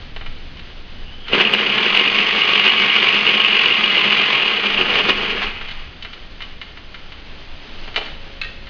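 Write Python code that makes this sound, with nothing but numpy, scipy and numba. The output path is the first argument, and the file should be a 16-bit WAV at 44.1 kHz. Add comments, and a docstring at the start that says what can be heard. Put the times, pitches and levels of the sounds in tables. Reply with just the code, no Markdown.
"""In a workshop, a corded reciprocating saw bites into a steel frame, runs up, cuts for three seconds and coasts down.
Teeth rasp as bursts of tiny impacts on every pass; the blade chatters in its slot and the frame rings in damped modes.
Gears whine at multiples of the blade rate. Knocks, and later clinks of the blade, are heard as the saw is handled.
Rumbling air and soft hiss lie beneath. A small camera with gain control and a low sample rate hears it all."""
import sys
import numpy as np
from scipy import signal
from scipy.fft import rfft, irfft
from scipy.io import wavfile
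from scipy.ndimage import uniform_filter1d
from numba import njit

SR = 44100
rng = np.random.default_rng(int(sys.argv[2]) if len(sys.argv) > 2 else 0)


def wav_record(signal):
    """Record a signal, one row per channel, as 16-bit PCM in the file named by sys.argv[1]."""
    frames = np.transpose(np.atleast_2d(signal))
    bounded = np.clip(frames, -1, 1)
    # unit amplitude maps onto the largest positive 16-bit level
    quanta = np.round(bounded * 32767).astype(np.int16)
    wavfile.write(sys.argv[1], SR, quanta)


N = 383229
TIME = np.arange(N) / SR  # [s]

# Spectra and sets of modes give relative levels: each response is scaled to unit energy.
# spectrum of air rumbling on the microphone: (frequency [Hz], level [dB])
RUMBLE_SPECTRUM = [(8, -13), (14, -2), (22, -7), (35, -22), (60, -21), (110, -28.5), (250, -35.5),
                   (600, -72)]
# spectrum of the soft hiss: (frequency [Hz], level [dB])
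HISS_SPECTRUM = [(40, -1), (130, 4), (250, 10.5), (500, 6.5), (1000, 3), (1700, 4.5), (2400, 5.5),
                 (3050, 8), (3700, 2.5), (4500, 0.5), (5300, -3.5)]
# strength of the air on the microphone: (time [s], level [dB])
DRAUGHT_LEVEL = [(0.2, -29.5), (1.2, -32.5), (2.0, -35), (4.6, -31.5), (5.1, -14.5), (6.0, -33.5),
                 (7.4, -33.5), (8.69, -30)]
# the loose blade clinking in its clamp: (time [s], strength [dB])
CLINK_BLOWS = [(8.415, 0.5), (8.433, -9), (8.446, -6.5)]
# ring of the free blade: (frequency [Hz], width [Hz], level [dB])
FREE_BLADE_MODES = [(1857, 30, 6), (2480, 200, -2), (2660, 120, -10), (3047, 60, -4), (4000, 120, -3)]
# spectrum of the clamp's tick: (frequency [Hz], level [dB])
CLAMP_SPECTRUM = [(700, -24), (1500, -4.5), (1900, -7), (2600, -2), (3600, -8.5), (4300, -13), (5300, -21)]
# the saw knocking on the chassis: (time [s], strength [dB], thud relative to it [dB], brightness [dB])
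KNOCK_BLOWS = [(0.163, -9.5, -2, 0), (0.211, -14.5, 0, -7), (0.262, -10.5, -7, -2.5), (0.571, -19, -20, 3),
               (0.594, -15, -20, 1), (1.283, -6, -30, 0.5), (5.613, -1, -7.5, -4), (5.686, -5.5, -23, 1.5),
               (5.711, -7, -22, 3.5), (6.025, -13, -28, 7.5), (6.049, -7, -14, -4), (6.132, -11.5, -26, 0),
               (6.406, -10, -24, -7), (6.421, -8, -27, 2.5), (6.615, -7.5, -33, 0.5),
               (6.773, -13, -28, -4.5), (6.944, -10.5, -28, -1.5), (7.121, -12, -27, -0.5),
               (7.878, -12.5, 0.5, -5), (7.944, -11, -23, 0), (7.961, 5.5, -13, 1), (7.977, -2, 3, 0),
               (8.013, -6.5, -1, 0), (8.062, -10.5, -5, 2), (8.67, -14, -25, -2)]
# spectrum of a knock's crack: (frequency [Hz], level [dB])
CRACK_SPECTRUM = [(300, -20.5), (800, -5), (1200, 3.5), (1700, 6), (2400, 4), (3000, 11), (3600, 2),
                  (4300, -2), (5300, -9)]
# spectrum of a knock's thud: (frequency [Hz], level [dB])
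KNOCK_THUD_SPECTRUM = [(200, -20), (340, 9), (480, 3.5), (700, 7.5), (1100, 1), (1800, -48), (3000, -52)]
# ring of the chassis: (frequency [Hz], width [Hz], level [dB])
CHASSIS_MODES = [(683, 20, -4), (852, 9.7, -5), (1140, 18, 4), (1645, 20, -8), (2090, 22, -7.5),
                 (2402, 24, -1.5), (3280, 16, -10), (4016, 25, -5), (4170, 76, -3)]
# the blade scraping as it is set on the steel: (time [s], pitch [Hz], level [dB])
SQUEAK_PATH = [(.95, 2820, -65), (1.09, 2870, -40), (1.14, 3020, -41.5), (1.2, 3150, -43),
               (1.26, 3100, -36), (1.32, 3240, -55)]
# the blade snagging in the cut: (time [s], strength [dB], jolt to the frame [dB])
CATCH_BLOWS = [(1.3324, 16.5, 8.5), (1.347, 11, 10), (1.4083, 27, 16.5), (1.4501, 26.5, 11),
               (1.4717, 23.5, 8.5), (1.5368, 27.5, 14), (1.6668, 19.5, 10.5), (1.8628, 27, 10),
               (2.0106, 21, 16), (2.2127, 25, 3), (2.417, 29.5, 6), (2.6649, 32.5, 17.5), (2.9534, 28, 8.5),
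               (3.1567, 30, 0), (3.275, 30, 6), (3.369, 27, 5), (3.401, 29, 4), (3.4476, 33.5, 10),
               (3.708, 29, 15), (3.7549, 29, 3), (3.8376, 31, 11.5), (3.98, 28, 1), (4.197, 28, 8),
               (4.8105, 27, 14), (5.088, 20, 15), (5.1062, 21, 18), (5.211, 16.5, -6), (5.467, 12, -9)]
# spectrum of the blade slapping the slot: (frequency [Hz], level [dB])
SLAP_SPECTRUM = [(200, -26), (450, -7), (700, -12), (1200, -8), (1800, -10), (2350, 3.5), (2900, 15),
                 (3300, -3.5), (3800, 0), (5300, -5.5)]
# ring of the blade held by the slot: (frequency [Hz], width [Hz], level [dB])
HELD_BLADE_MODES = [(2495, 78, -6), (2918, 270, -3.5)]
# wall modes of the steel tube: (frequency [Hz], width [Hz], level [dB])
WALL_MODES = [(1095, 15, -7), (1242, 14, -9), (1888, 12, -7), (2030, 22, -4), (2108, 20, -4),
              (2251, 18, -3), (2388, 18, -5), (2439, 28, -5), (2558, 24, -3), (2612, 24, -3), (2836, 30, 0),
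              (2915, 30, -3), (2984, 24, 2), (3180, 30, -7)]
# bending modes of the frame: (frequency [Hz], width [Hz], level [dB])
BENDING_MODES = [(129, 9, -14), (209, 11, 1), (398, 22, -4), (432, 28, -4)]
# spectrum of the frame's thudding: (frequency [Hz], level [dB])
FRAME_THUD_SPECTRUM = [(100, -32), (125, -18), (170, -26), (280, -2.5), (345, -2.5), (420, 2.5), (520, -1),
                       (650, -10), (1000, -16), (2000, -46)]
# pressure of the blade on the cut: (time [s], rasp level at full speed [dB], shaking of the frame [dB])
CUT_PRESSURE = [(1.25, -25, -55), (1.32, -19.5, -33), (1.35, -0.5, -18), (1.55, -1, -17), (1.68, -4, -18),
                (2.2, -5.5, -18.5), (2.8, -1, -16), (4.35, -1.5, -15.5), (4.7, -4, -20.5),
                (4.95, -4, -15.5), (5.25, -1.5, -22.5), (5.47, -8, -29), (5.58, -16.5, -46),
                (5.95, -28, -75)]
# the blade binds briefly and tears harder: (middle [s], half length [s], rise of the rasp [dB])
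BIND_EVENTS = [(1.417, 0.011, 9.5), (1.544, 0.014, 8), (1.973, 0.036, 4), (2.661, 0.036, 3.5),
               (4.492, 0.0096, 6), (4.804, 0.0083, 2), (4.935, .04, 6.5), (4.99, 0.01, 9.5),
               (5.095, 0.015, 11.5), (5.431, 0.017, 11)]
# spectrum of the teeth's rasp: (frequency [Hz], level [dB])
RASP_SPECTRUM = [(300, -33), (600, -15.5), (800, -13), (1100, -10.5), (1500, -9.5), (1900, -9.5),
                 (2300, -2), (2900, -5.5), (3300, -4), (3700, -12.5), (4500, -17.5), (5300, -23.5)]
# spectrum of a slow blade's dull grinding: (frequency [Hz], level [dB])
DRAG_SPECTRUM = [(110, -12.5), (250, -8.5), (600, -0.5), (1250, 3.5), (2000, 4), (2600, -16), (4500, -8)]

# the hiss [dB] swells once as the saw is swung round: middle [s], half length [s], rise [dB]
HISS_DB, SWELL_S, SWELL_WIDTH_S, SWELL_DB = -41.5, 7.8, 0.44, 3.5
# the trigger is half pressed, squeezed fully and let go [s]
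START_S, SQUEEZE_S, RELEASE_S = 1.25, 1.55, 4.3
# passes of the blade per second; a pull and a push make one turn of the crank
CREEP_HZ, FULL_HZ, LOADED_HZ = 15, 49.2, 44.6
# time constants of the motor, and the stretch in which the deepening cut loads it down [s]
SPIN_UP_S, COAST_S, LOADING_S = .2, .85, (3.03, 3.82)
# the camera's gain control, and the edge of its output filter
THRESHOLD_DB, RATIO, ATTACK_S, RECOVERY_S = -22, 2.596, 0.021, 0.16
TOP_HZ = 15800


def undb(db):
    """A level in decibels is twenty times the logarithm of the amplitude ratio."""
    return 10 ** (np.asarray(db) / 20)


def unit(x):
    """Dividing by the root mean square gives a signal unit effective amplitude."""
    return x / np.sqrt(np.mean(x ** 2))


def curves(table):
    """Linear interpolation in time joins the entries of each column."""
    s, *columns = np.transpose(table)
    return [np.interp(TIME, s, column) for column in columns]


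def through(x, response):
    """A linear system's output is the convolution of its input with its impulse response."""
    return signal.fftconvolve(x, response)[:N]


def colour(points, size=8192):
    """Minimum phase: folding the cepstrum gives a causal, unit-energy response of the given spectrum."""
    hz, db = np.transpose(points)
    grid = np.maximum(np.fft.rfftfreq(size, 1 / SR), 1)
    octaves_above = np.maximum(np.log2(grid / hz[-1]), 0)
    octaves_below = np.maximum(np.log2(hz[0] / grid), 0)
    # outside the table the level falls 20 dB per octave
    level_db = np.interp(np.log(grid), np.log(hz), db) - 20 * (octaves_above + octaves_below)
    cepstrum = irfft(np.log(undb(level_db)))
    cepstrum[1:size // 2] *= 2
    cepstrum[size // 2 + 1:] = 0
    response = irfft(np.exp(rfft(cepstrum)))
    return response / np.linalg.norm(response)


def ring(modes):
    """Modal superposition: damped sines of alternating sign add up to a unit-energy response."""
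    t = TIME[:SR]
    response = np.zeros(SR)
    for k, (hz, width, db) in enumerate(modes):
        decay = np.exp(-np.pi * width * t)  # a wider resonance dies sooner
        response += (-1) ** k * undb(db) * np.sqrt(width) * decay * np.sin(2 * np.pi * hz * t)
    return response / np.linalg.norm(response)


def blows(times, db):
    """Impulsive excitation: each blow is a force lasting one sample."""
    force = np.zeros(N)
    index = np.clip(np.asarray(times) * SR, 0, N - 1).astype(int)
    np.add.at(force, index, undb(db))
    return force


def scatter(x, t60, wet_db):
    """Diffuse reverberation: a dense noise tail falls 60 dB in t60 seconds."""
    t = TIME[:SR]
    onset = np.minimum(t / .003, 1)
    tail = rng.standard_normal(SR) * undb(-60 * t / t60) * onset
    return x + undb(wet_db) * through(x, tail / np.linalg.norm(tail))


def walk(size):
    """Slow fluctuation: random levels held for size samples are smoothed by a moving average."""
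    held = np.repeat(rng.standard_normal(N // size + 1), size)
    return unit(uniform_filter1d(held, size)[:N])


def grains(per_second, spread_db):
    """Random impact process: tiny impulses of either sign and uneven size arrive at a given rate."""
    hit = rng.random(N) < per_second / SR
    sign = rng.choice([-1, 1], N)
    return hit * sign * undb(spread_db * np.clip(rng.standard_normal(N), -2, 2))


def rebounds(force, t60, rattle_db, per_second=700):
    """Repeated contact: every blow is followed by a dying rattle of tiny random impacts."""
    dying = through(force, undb(-60 * TIME[:SR] / t60))
    return force + undb(rattle_db) * dying * grains(per_second, spread_db=2)


def background(waver_db=0.64, gust_db=1.5):
    """Shaped random noise: air rumbles on the microphone in small gusts over a soft hiss."""
    draught_db, = curves(DRAUGHT_LEVEL)
    hiss_db = HISS_DB + SWELL_DB * np.exp(-((TIME - SWELL_S) / SWELL_WIDTH_S) ** 2)
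    rumble = unit(through(rng.standard_normal(N), colour(RUMBLE_SPECTRUM, size=32768)))
    hiss = through(rng.standard_normal(N), colour(HISS_SPECTRUM))
    gusts = rumble * undb(draught_db + gust_db * walk(size=5000))
    return gusts + hiss * undb(hiss_db + waver_db * walk(size=2000))


def afterring():
    """Light damping: the hardest knock leaves one steel part singing faintly for seconds."""
    start = max(KNOCK_BLOWS, key=lambda row: row[1])[0]
    age = np.maximum(TIME - start, 0)
    hz, db, t60 = 549, -46, 7
    return undb(db - 60 * age / t60) * np.sin(2 * np.pi * hz * age)


def clinks(ring_db=-3, tick_db=-2):
    """Impact on a loose part: the blade rattles in its clamp, which ticks while the blade rings."""
    force = rebounds(blows(*np.transpose(CLINK_BLOWS)), t60=0.068, rattle_db=-8.5)
    blade = through(force, ring(FREE_BLADE_MODES))
    tick = scatter(through(force, colour(CLAMP_SPECTRUM)), t60=0.016, wet_db=2.0)
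    return undb(ring_db) * blade + undb(tick_db) * tick


def knocks(ring_db=-7):
    """Contact stiffness: the tool's rattling crack, brighter on bare metal, adds to a thud and a ring."""
    s, db, thud_db, bright_db = np.transpose(KNOCK_BLOWS)
    low_pass = signal.butter(3, 2700, fs=SR, output="sos")
    high_pass = signal.butter(3, 2700, "high", fs=SR, output="sos")
    dull_force = rebounds(blows(s, db - bright_db / 2), t60=0.098, rattle_db=-12)
    bright_force = rebounds(blows(s, db + bright_db), t60=.1, rattle_db=-14.5)
    force = signal.sosfilt(low_pass, dull_force) + signal.sosfilt(high_pass, bright_force)
    thud = through(blows(s, db + thud_db), colour(KNOCK_THUD_SPECTRUM))
    impact = scatter(through(force, colour(CRACK_SPECTRUM)) + thud, t60=.05, wet_db=2)
    return impact + undb(ring_db) * through(blows(s, db), ring(CHASSIS_MODES))


def squeak(width_hz=120):
    """Sliding friction: teeth on the edge give a thin note, mostly rising and roughened by slow noise."""
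    hz, db = curves(SQUEAK_PATH)
    touching = (TIME > SQUEAK_PATH[0][0]) & (TIME < SQUEAK_PATH[-1][0])
    low_pass = signal.butter(2, width_hz, fs=SR, output="sos")
    grip = unit(signal.sosfilt(low_pass, rng.standard_normal(N)))
    return touching * undb(db) * grip * np.sin(2 * np.pi * np.cumsum(hz) / SR)


def slap():
    """Cascaded systems: the blade's strike on its slot swells for an instant, then rings briefly."""
    response = np.convolve(colour(SLAP_SPECTRUM)[:1500], ring(HELD_BLADE_MODES)[:1500])
    return response / np.linalg.norm(response)


def catches(ring_db=-10):
    """Impulsive excitation: the blade snags and slams against the steel, jolting the whole frame."""
    s, db, jolt_db = np.transpose(CATCH_BLOWS)
    force = blows(s, db)
    walls = undb(ring_db) * through(force, ring(WALL_MODES))
    jolt = scatter(through(blows(s, jolt_db), colour(FRAME_THUD_SPECTRUM)), t60=0.11, wet_db=-5.0)
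    return scatter(through(force, slap()) + walls, t60=.04, wet_db=-8) + jolt


def blade_speed():
    """Exponential approach: the motor creeps, spins up, sags under load and coasts down (passes/s)."""
    spun = 1 - np.exp(-np.maximum(TIME - SQUEEZE_S, 0) / SPIN_UP_S)
    top = np.interp(TIME, LOADING_S, [FULL_HZ, LOADED_HZ])
    coasting = np.exp(-np.maximum(TIME - RELEASE_S, 0) / COAST_S)
    return (CREEP_HZ + (top - CREEP_HZ) * spun) * coasting


def gears(passes, speed, waver_db=3, slip=0.00073):
    """Periodic meshing: wavering tones at multiples of the blade rate fade steeply below top speed."""
    multiples, tone_db = [23, 46, 106], [-17, -12, -30]
    turn = 2 * np.pi * (passes + slip * walk(size=600))
    whine = np.zeros(N)
    for k, db in zip(multiples, tone_db):
        whine += undb(db + waver_db * walk(size=1500)) * np.sin(k * turn)
    return whine * (speed / speed.max()) ** 4


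def saw(crank_db=0.8, uneven_db=1.8, chatter_db=-3.0, ring_db=-5, bend_db=0, thud_db=-1, sway_db=1.5, drag_db=-2):
    """Modulated impact noise: teeth tear the steel on every pass, exciting the blade and the frame."""
    speed = blade_speed()
    relative_speed = speed / FULL_HZ
    cut_db, frame_db = curves(CUT_PRESSURE)
    bind_db = sum(db * np.exp(-((TIME - s) / half) ** 2) for s, half, db in BIND_EVENTS)
    end = CUT_PRESSURE[-1][0]
    running = np.interp(TIME, [START_S, START_S + 0.054, end - .1, end], [0, 1, 1, 0])
    passes = np.cumsum(speed) / SR
    crank = np.pi * passes
    # the teeth bite in mid-pass and rest where the blade turns round
    pass_db = 3.6 * np.cos(2 * crank)
    # pull and push differ, and no two passes are alike; a fast blade bites more unevenly
    each_pass = rng.standard_normal(1000)[passes.astype(int)]
    bite_db = pass_db + crank_db * np.cos(crank - 1.2) + uneven_db * each_pass
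    bite = undb(bite_db * relative_speed ** 0.44)
    push = running * undb(cut_db + bind_db) * relative_speed

    teeth = unit(grains(per_second=3500, spread_db=4.0) * bite ** 0.65)
    rasp = through(teeth * push, colour(RASP_SPECTRUM))
    contacts = unit(grains(per_second=190 * bite, spread_db=2.2) * bite)
    chatter = undb(chatter_db) * through(contacts * push, slap())
    wall_force = unit(grains(per_second=2200, spread_db=1.5) * bite) * push
    walls = undb(ring_db) * through(wall_force, ring(WALL_MODES))
    # a slow blade drags and grinds with a duller sound
    drag_force = unit(grains(per_second=1500, spread_db=5.5) * bite) * push * (1 - relative_speed)
    drag = undb(drag_db) * through(drag_force, colour(DRAG_SPECTRUM))

    # once a turn the pull shakes the whole frame, which thuds and bends
    sway = undb(sway_db * np.cos(crank - 2.1) + uneven_db * each_pass)
    shake = running * undb(frame_db)
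    thuds = unit(grains(per_second=900, spread_db=4.5) * sway) * shake
    flexes = unit(grains(per_second=900, spread_db=4.5) * sway) * shake
    frame = undb(thud_db) * through(thuds, colour(FRAME_THUD_SPECTRUM))
    frame += undb(bend_db) * through(flexes, ring(BENDING_MODES))
    return rasp + chatter + walls + drag + frame + gears(passes, speed) * running


def scene():
    """Superposition: cutting and handling reverberate in the workshop over the background."""
    cutting = scatter(saw() + catches(), t60=0.47, wet_db=-7.5)
    handling = scatter(knocks() + clinks() + squeak(), t60=0.64, wet_db=-6)
    return (cutting + handling + afterring() + background())[None]


@njit
def follow(x, attack, release):
    """First-order smoothing: the envelope rises and falls at different rates."""
    out, e = np.empty(len(x)), 0.
    for i in range(len(x)):
        e += (x[i] - e) * (attack if x[i] > e else release)
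        out[i] = e
    return out


def gain_control(x):
    """Dynamic compression: gain falls while the sound is loud, so the background ducks under the saw."""
    envelope = follow(np.abs(x[0]), 1 / (ATTACK_S * SR), 1 / (RECOVERY_S * SR))
    excess = np.maximum(envelope / undb(THRESHOLD_DB), 1)
    return x * excess ** (1 / RATIO - 1)


def record(dry):
    """Sampling and imaging: a gain-ridden quarter-rate signal clips; a soft filter passes mirrored treble."""
    narrow = signal.firwin(201, 5400, fs=SR)
    coarse = signal.resample_poly(gain_control(dry), 1, 4, axis=1, window=narrow)
    soft = signal.firwin(45, SR / 8, window=("kaiser", 5.8), fs=SR)
    smooth = signal.resample_poly(np.clip(coarse, -1, 1), 4, 1, axis=1, window=soft)
    output_filter = signal.ellip(8, .2, 70, TOP_HZ, fs=SR, output="sos")
    return signal.sosfilt(output_filter, np.clip(smooth[:, :N], -1, 1))


dry = scene()
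out = record(dry)
wav_record(out)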